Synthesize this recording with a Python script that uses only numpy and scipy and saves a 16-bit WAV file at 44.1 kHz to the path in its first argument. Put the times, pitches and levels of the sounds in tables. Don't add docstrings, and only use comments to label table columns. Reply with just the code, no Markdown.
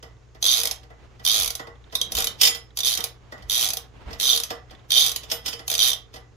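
import sys
import numpy as np
from scipy import signal
from scipy.fft import rfft, irfft, next_fast_len
from scipy.io import wavfile
from scipy.ndimage import map_coordinates

SR = 44100
rng = np.random.default_rng(int(sys.argv[2]) if len(sys.argv) > 2 else 0)


def master(y):
    cut = np.clip(np.atleast_2d(y).T, -1, 1)
    pcm = np.round(cut * 32767)
    wavfile.write(sys.argv[1], SR, pcm.astype(np.int16))


N = 280455


def amp(db):
    return 10 ** (np.asarray(db) / 20)


def unit(x):
    return x / np.sqrt(np.mean(x ** 2) + 1e-20)


def along(points, hz):
    point_hz, values = np.transpose(points)
    return np.interp(np.log(hz + 1), np.log(point_hz + 1), values)


def filtered(x, response):
    m = next_fast_len(N + SR // 2)
    return irfft(rfft(x, m) * response(np.fft.rfftfreq(m, 1 / SR)), m)[..., :N]


def coloured(x, spectrum):
    def response(hz):
        log_gain = np.log(unit(amp(along(spectrum, hz))))
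        cepstrum = irfft(log_gain)
        half = len(cepstrum) // 2
        folded = np.r_[cepstrum[0], 2 * cepstrum[1:half]]
        return np.exp(rfft(folded, len(cepstrum)))
    return filtered(x, response)


def noise(length, alike):
    alike = np.clip(alike, 0, 1)
    common = np.sqrt(alike) * rng.standard_normal(length)
    return common + np.sqrt(1 - alike) * rng.standard_normal((2, length))


def fade(t, attack, t60):
    return (1 - np.exp(-t / attack)) * amp(-60 * t / t60)


def add(track, s, sound):
    part = track[:, max(0, round(s * SR)):][:, :sound.shape[-1]]
    part += sound[..., :part.shape[-1]]


def ring(modes, t, pitch, scatter_db, detune, attack):
    out = np.zeros((2, len(t)))
    for hz, db, t60 in modes:
        mode_hz = hz * pitch * (1 + detune * rng.normal())
        phase = 2 * np.pi * mode_hz * t + rng.normal(0, 1.0, (2, 1))
        strength = amp(db + scatter_db * rng.normal())
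        out += strength * fade(t, attack, t60) * np.sin(phase)
    return out


def background():
    # freq_hz, rms_level_db
    hum_tones = [(59, -54.5), (120, -56)]
    # freq_hz, relative_db (per Hz)
    air_spectrum = [(20, -19), (60, -2), (125, -6), (190, -26.5), (450, -14.5), (650, -41), (1200, -31.5),
                    (2600, -43), (6800, -36), (8200, -51.5), (16000, -71.5)]
    t = np.arange(N) / SR
    hum = sum(amp(db) * np.sqrt(2) * np.sin(2 * np.pi * (hz * t + rng.random())) for hz, db in hum_tones)
    return hum + amp(-53.5) * coloured(noise(N, alike=0.5), air_spectrum)


def bathroom(x, near_db, near_t60, tail_db):
    # freq_hz, t60_s
    tile_decay = [(300, 0.23), (1000, 0.37), (3500, 0.23), (14000, 0.14)]
    # freq_hz, side_over_middle (amplitude ratio)
    tile_width = [(250, 0.099), (600, 0.28), (1200, 1), (14000, 0.23)]
    hz, t, (middle, side) = signal.stft(rng.standard_normal((2, SR * 3 // 4)), SR, nperseg=256)
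    side = side * along(tile_width, hz)[:, None]
    diffuse = np.array([middle + side, middle - side])
    decay = fade(t, 0.00067, along(tile_decay, hz)[:, None])
    tail = signal.istft(diffuse * decay, SR, nperseg=256)[1]
    near = rng.standard_normal(tail.shape) * fade(np.arange(tail.shape[1]) / SR, 0.003, near_t60)
    near = signal.lfilter(*signal.butter(2, 2500, "high", fs=SR), near)
    echoes = amp(near_db) * near / np.linalg.norm(near[0]) + amp(tail_db) * tail / np.linalg.norm(tail[0])
    return signal.fftconvolve(x, echoes, axes=1)[:, :N]


def bumps():
    # start_s, relative_db
    jogs = [(1.39, -47), (2.13, -41.5), (3.41, -49), (4.059, -45)]
    # freq_hz, relative_db (per Hz)
    bump_spectrum = [(20, -16), (45, 14), (90, 7), (200, -76), (1000, -98.5)]
    t = np.arange(N) / SR
    level = sum(amp(db) * fade(np.maximum(t - s, 0), attack=0.02, t60=0.54) for s, db in jogs)
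    return amp(10) * level * coloured(noise(N, alike=0.58), bump_spectrum)


def hand():
    # peak_s, relative_db
    rubs = [(1.08, -58), (2.2, -40), (3.4, -56.5), (4.08, -45.5), (4.82, -56), (5.35, -51)]
    # freq_hz, relative_db (per Hz)
    skin_spectrum = [(200, 8.5), (450, 5), (800, 3), (1300, 0), (2000, -4), (3000, -6), (6000, -20.5),
                     (16000, -40)]
    # freq_hz, relative_db (per Hz)
    tick_spectrum = [(200, -0.5), (1200, -12.5), (2000, 7), (2600, -11), (3600, 10), (4500, -10.5),
                     (7000, -21), (12000, -33.5)]
    rest_db, slope_db_per_s = -60.5, 74
    flutter_db, ticks_per_s = 2.5, 10
    t = np.arange(N) / SR
    level = amp(rest_db) + sum(amp(db - slope_db_per_s * np.abs(t - s)) for s, db in rubs)
    unevenness = map_coordinates(rng.standard_normal(N // 1024 + 4), [np.arange(N) / 1024])
    hush = amp(flutter_db * unevenness) * coloured(noise(N, alike=0.3), skin_spectrum)
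    catches = (rng.random(N) < ticks_per_s / SR) * amp(5.9 * rng.standard_normal(N))
    tick_level = signal.fftconvolve(catches, fade(t[:SR // 20], attack=0.00064, t60=0.025))[:N]
    ticks = tick_level * noise(N, alike=0.8)
    return level * (hush + coloured(ticks, tick_spectrum))


def bowl(force):
    # centre_hz, width_hz, relative_db
    resonances = [(150, 35, -12), (270, 100, -10), (380, 90, -7), (472, 30, 2), (640, 55, -1), (767, 30, 3),
                  (1130, 170, -1.5), (1995, 50, -3)]

    def response(f):
        total = 0
        for k, (centre, width, db) in enumerate(resonances):
            damping = 1j * f * width
            total = total + (-1) ** k * amp(db) * damping / (centre * centre - f * f + damping)
        return unit(total)
    return filtered(force, response)


def socket():
    # start_s, contacts, clank_db, thud_db (relative)
    knocks = [(0.026, 1, -36.5, -44.5), (0.347, 1, -44, -50), (0.635, 1, -43, -42.5),
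              (0.831, 1, -43.5, -54), (0.901, 1, -48, -46.5), (1.195, 1, -42, -49), (1.594, 1, -33, -33.5),
              (1.669, 1, -41.5, -40.5), (1.924, 1, -34.5, -40), (2.174, 2, -22, -34),
              (2.412, 4, -11.5, -37), (2.547, 1, -26.5, -44.5), (2.983, 1, -32, -34.5),
              (3.321, 1, -36.5, -37.5), (3.377, 1, -43, -57.5), (3.422, 1, -40.5, -50),
              (4.106, 1, -37.5, -39.5), (4.129, 1, -32, -44), (4.503, 1, -26.5, -31), (4.707, 1, -39, -49),
              (5.233, 1, -32.5, -49), (5.299, 1, -28, -50), (5.314, 1, -18.5, -34), (5.459, 2, -22, -41.5),
              (5.528, 1, -27, -41.5), (5.591, 1, -34.5, -41.5), (6.139, 2, -34.5, -44)]
    # freq_hz, relative_db (per Hz)
    clank_spectrum = [(300, -48), (900, -18.5), (1600, -17), (2100, -15.5), (3400, -3), (4100, -8.5),
                      (5200, -3), (7700, -13), (11000, -16.5), (14000, -9), (16000, -29)]
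    # freq_hz (before detuning), relative_db, t60_s
    steel_modes = [(1995, -11, .19), (2270, -15, .14), (2950, -12, .14), (3230, -4, .2), (3600, -7, .15),
                   (4930, -8, .14), (5232, 1.5, .19), (5700, -7, .12), (7002, -2, .16), (7564, -7, .11),
                   (9100, -4, .16), (10945, -1, .16), (13200, -2, .14), (13830, 1, .12)]
    # freq_hz, relative_db (per Hz)
    thud_spectrum = [(100, -2), (280, -0.5), (480, -1.5), (700, -5), (1100, -9), (2000, 0), (5000, -8.5)]
    rattle_gap_s, rattle_loss_db = 0.0195, 0.75
    slip_db, slip_t60_s = -11.5, 0.053
    steel_db, firm_db, steel_grows = -7.5, -18, 0.35
    chatter, rings, thuds = np.zeros((3, 2, N))
    t = np.arange(SR // 2) / SR
    contacts = []
    for s, count, clank_db, thud_db in knocks:
        for k in range(round(count)):
            loss_db = k * rattle_loss_db
            contacts.append((s + k * rattle_gap_s, clank_db - loss_db, thud_db - loss_db))
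    strike_level = fade(t, attack=0.002, t60=0.043)
    for s, clank_db, thud_db in contacts:
        cutoff_hz = 6000 * amp((clank_db + 21.5) * 0.5)
        pole = np.exp(-2 * np.pi * cutoff_hz / SR)
        soften = lambda x: signal.lfilter([1 - pole], [1, -pole], x)
        slip_level = amp(clank_db + slip_db - 60 * t[::-1] / slip_t60_s)
        add(chatter, s - len(t) / SR, slip_level * soften(noise(len(t), alike=1.0)))
        strike = soften(strike_level * noise(len(t), alike=0.33))
        add(chatter, s, amp(clank_db + 6.5) * strike)
        steel = ring(steel_modes, t, 1, scatter_db=3, detune=0.002, attack=0.002)
        ring_db = clank_db + steel_db + steel_grows * (clank_db - firm_db)
        add(rings, s, amp(ring_db) * soften(steel))
        thud = fade(t, attack=0.0013, t60=0.12) * noise(len(t), alike=0.82)
        add(thuds, s, amp(thud_db - 16) * thud)
    return coloured(chatter, clank_spectrum) + rings + bowl(coloured(thuds, thud_spectrum))


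def teeth():
    # first_s, last_s, teeth, start_speed, end_speed (shares of top speed),
    # top_place (0-1 of the run), snap_db, ring_db (relative, at its loudest), loudest_s (into the run)
    strokes = [(0.426, 0.633, 22, .45, .3, 0.48, -18.5, -15.5, 0.052),
               (1.25, 1.504, 23, 0.64, .212, 0.35, -18.5, -17, 0.053),
               (2.151, 2.243, 6, 1, .75, 0.29, -17, -23.5, 0.061),
               (2.772, 2.804, 3, 0.96, 1, 0.78, -20.5, -21, 0.041),
               (2.833, 2.974, 15, 0.2, .151, 0.23, -20, -20.5, 0.029),
               (3.497, 3.734, 24, 0.73, .079, 0.4, -19, -20, 0.069),
               (4.199, 4.400, 22, .637, 0.11, .43, -19, -18.5, 0.1),
               (4.905, 5.116, 25, 0.45, .105, 0.55, -19, -14, .055),
               (5.7, 5.751, 5, 0.7, 1, 0.48, -16, -24.5, 0.025),
               (5.779, 5.902, 15, 0.57, .7, 0.66, -17.5, -16, .05)]
    # start_s, snap_db, ring_db (relative)
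    clicks = [(0.654, -14, -31.5), (0.672, -17.5, -29), (0.711, -18.5, -29), (1.552, -23.5, -34),
              (1.953, -17.5, -18.5), (2.014, -20, -14.5), (2.120, -20, -29.5), (2.27, -18, -23),
              (3.005, -25, -28.5), (3.04, -16.5, -29), (3.77, -19.5, -33), (4.435, -20, -31),
              (5.161, -17.5, -29), (5.679, -19, -31.5), (5.916, -25.5, -22), (5.931, -20.5, -24)]
    rise_db_per_s, fall_db_per_s = 78.5, 95.5
    snap_scatter_db, ring_scatter_db = 1.8, 2
    jolt_db, jolt_grows_db_per_s = -36.5, 15
    drops = [(s, snap_db, ring_db, jolt_db + 4.5) for s, snap_db, ring_db in clicks]
    u = np.linspace(0, 1, 400)
    for start, end, count, first, last, top, snap_db, ring_db, loudest in strokes:
        speeding = 1 - (1 - first) * (1 - u / top) ** 2
        slowing = 1 - (1 - last) * ((u - top) / (1 - top)) ** 2
        angle = np.cumsum(np.where(u < top, speeding, slowing))
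        tooth_angles = np.linspace(angle[0], angle[-1], round(count))
        for t in (end - start) * np.interp(tooth_angles, angle, u):
            damped_db = max(rise_db_per_s * (loudest - t), fall_db_per_s * (t - loudest))
            tooth_snap_db = snap_db + snap_scatter_db * rng.normal()
            tooth_ring_db = ring_db - damped_db + ring_scatter_db * rng.normal()
            drops.append((start + t, tooth_snap_db, tooth_ring_db, jolt_db + jolt_grows_db_per_s * t))
    return drops


def ratchet():
    # freq_hz, relative_db (per Hz)
    snap_spectrum = [(100, -55.5), (300, -50), (750, -22), (1200, -5.5), (1650, -6), (2400, -1.5),
                     (3500, 1.5), (6200, 6.5), (7700, 0), (9600, -5.5), (11000, 10), (12500, -3.5),
                     (14500, 6.5), (16000, -22)]
    # freq_hz (before detuning), relative_db, t60_s
    head_modes = [(3300, -3, .02), (3720, 0, .017), (4050, -5, .014), (4750, -8, .012), (6100, -4.5, .015),
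                  (10950, -14, .016)]
    # freq_hz, gain_db
    head_radiation = [(1500, -30.5), (2650, -10), (3150, -1.5), (16000, 3.5)]
    seat_spread, mode_spread = 0.025, 0.015
    snaps, rings, jolts = np.zeros((3, 2, N))
    t = np.arange(SR // 16) / SR
    lead_in = amp(-60 * t[::-1] / 0.042)
    for s, snap_db, ring_db, jolt_db in teeth():
        add(snaps, s - len(t) / SR, amp(snap_db - 18) * lead_in * noise(len(t), alike=1.0))
        snap_level = amp(snap_db + 14) * fade(t, attack=0.002, t60=0.0095)
        add(snaps, s, snap_level * noise(len(t), alike=0.58))
        add(jolts, s, amp(jolt_db) * snap_level * noise(len(t), alike=1.0))
        pitch = 1 + seat_spread * rng.normal()
        head = ring(head_modes, t, pitch, scatter_db=2.2, detune=mode_spread, attack=0.0011)
        add(rings, s, amp(ring_db + 10.5) * head)
    radiated = filtered(rings, lambda hz: amp(along(head_radiation, hz)))
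    return coloured(snaps, snap_spectrum) + radiated + bowl(jolts)


def scene():
    # freq_hz, left_minus_right_db
    balance = [(300, 0.5), (1000, -2), (2500, -5.5), (5000, -8), (8000, 2.5), (13000, -5)]
    tool = ratchet() + socket()
    lead_s = 0.0003266
    sides = np.array([[-1], [1]])
    direct = filtered(tool, lambda hz: np.exp(-1j * np.pi * hz * lead_s * sides))
    echoes = bathroom(tool, near_db=-5.5, near_t60=0.03, tail_db=-5.5)
    heard = direct + echoes + hand()
    balanced = filtered(heard, lambda hz: amp(along(balance, hz) * -sides / 2))
    return amp(-1.0) * balanced + bumps() + background()


def record(dry):
    limit_hz = 16000
    return filtered(dry, lambda hz: 1 / np.sqrt(1 + (hz / limit_hz) ** 120))


dry = scene()
out = record(dry)
master(out)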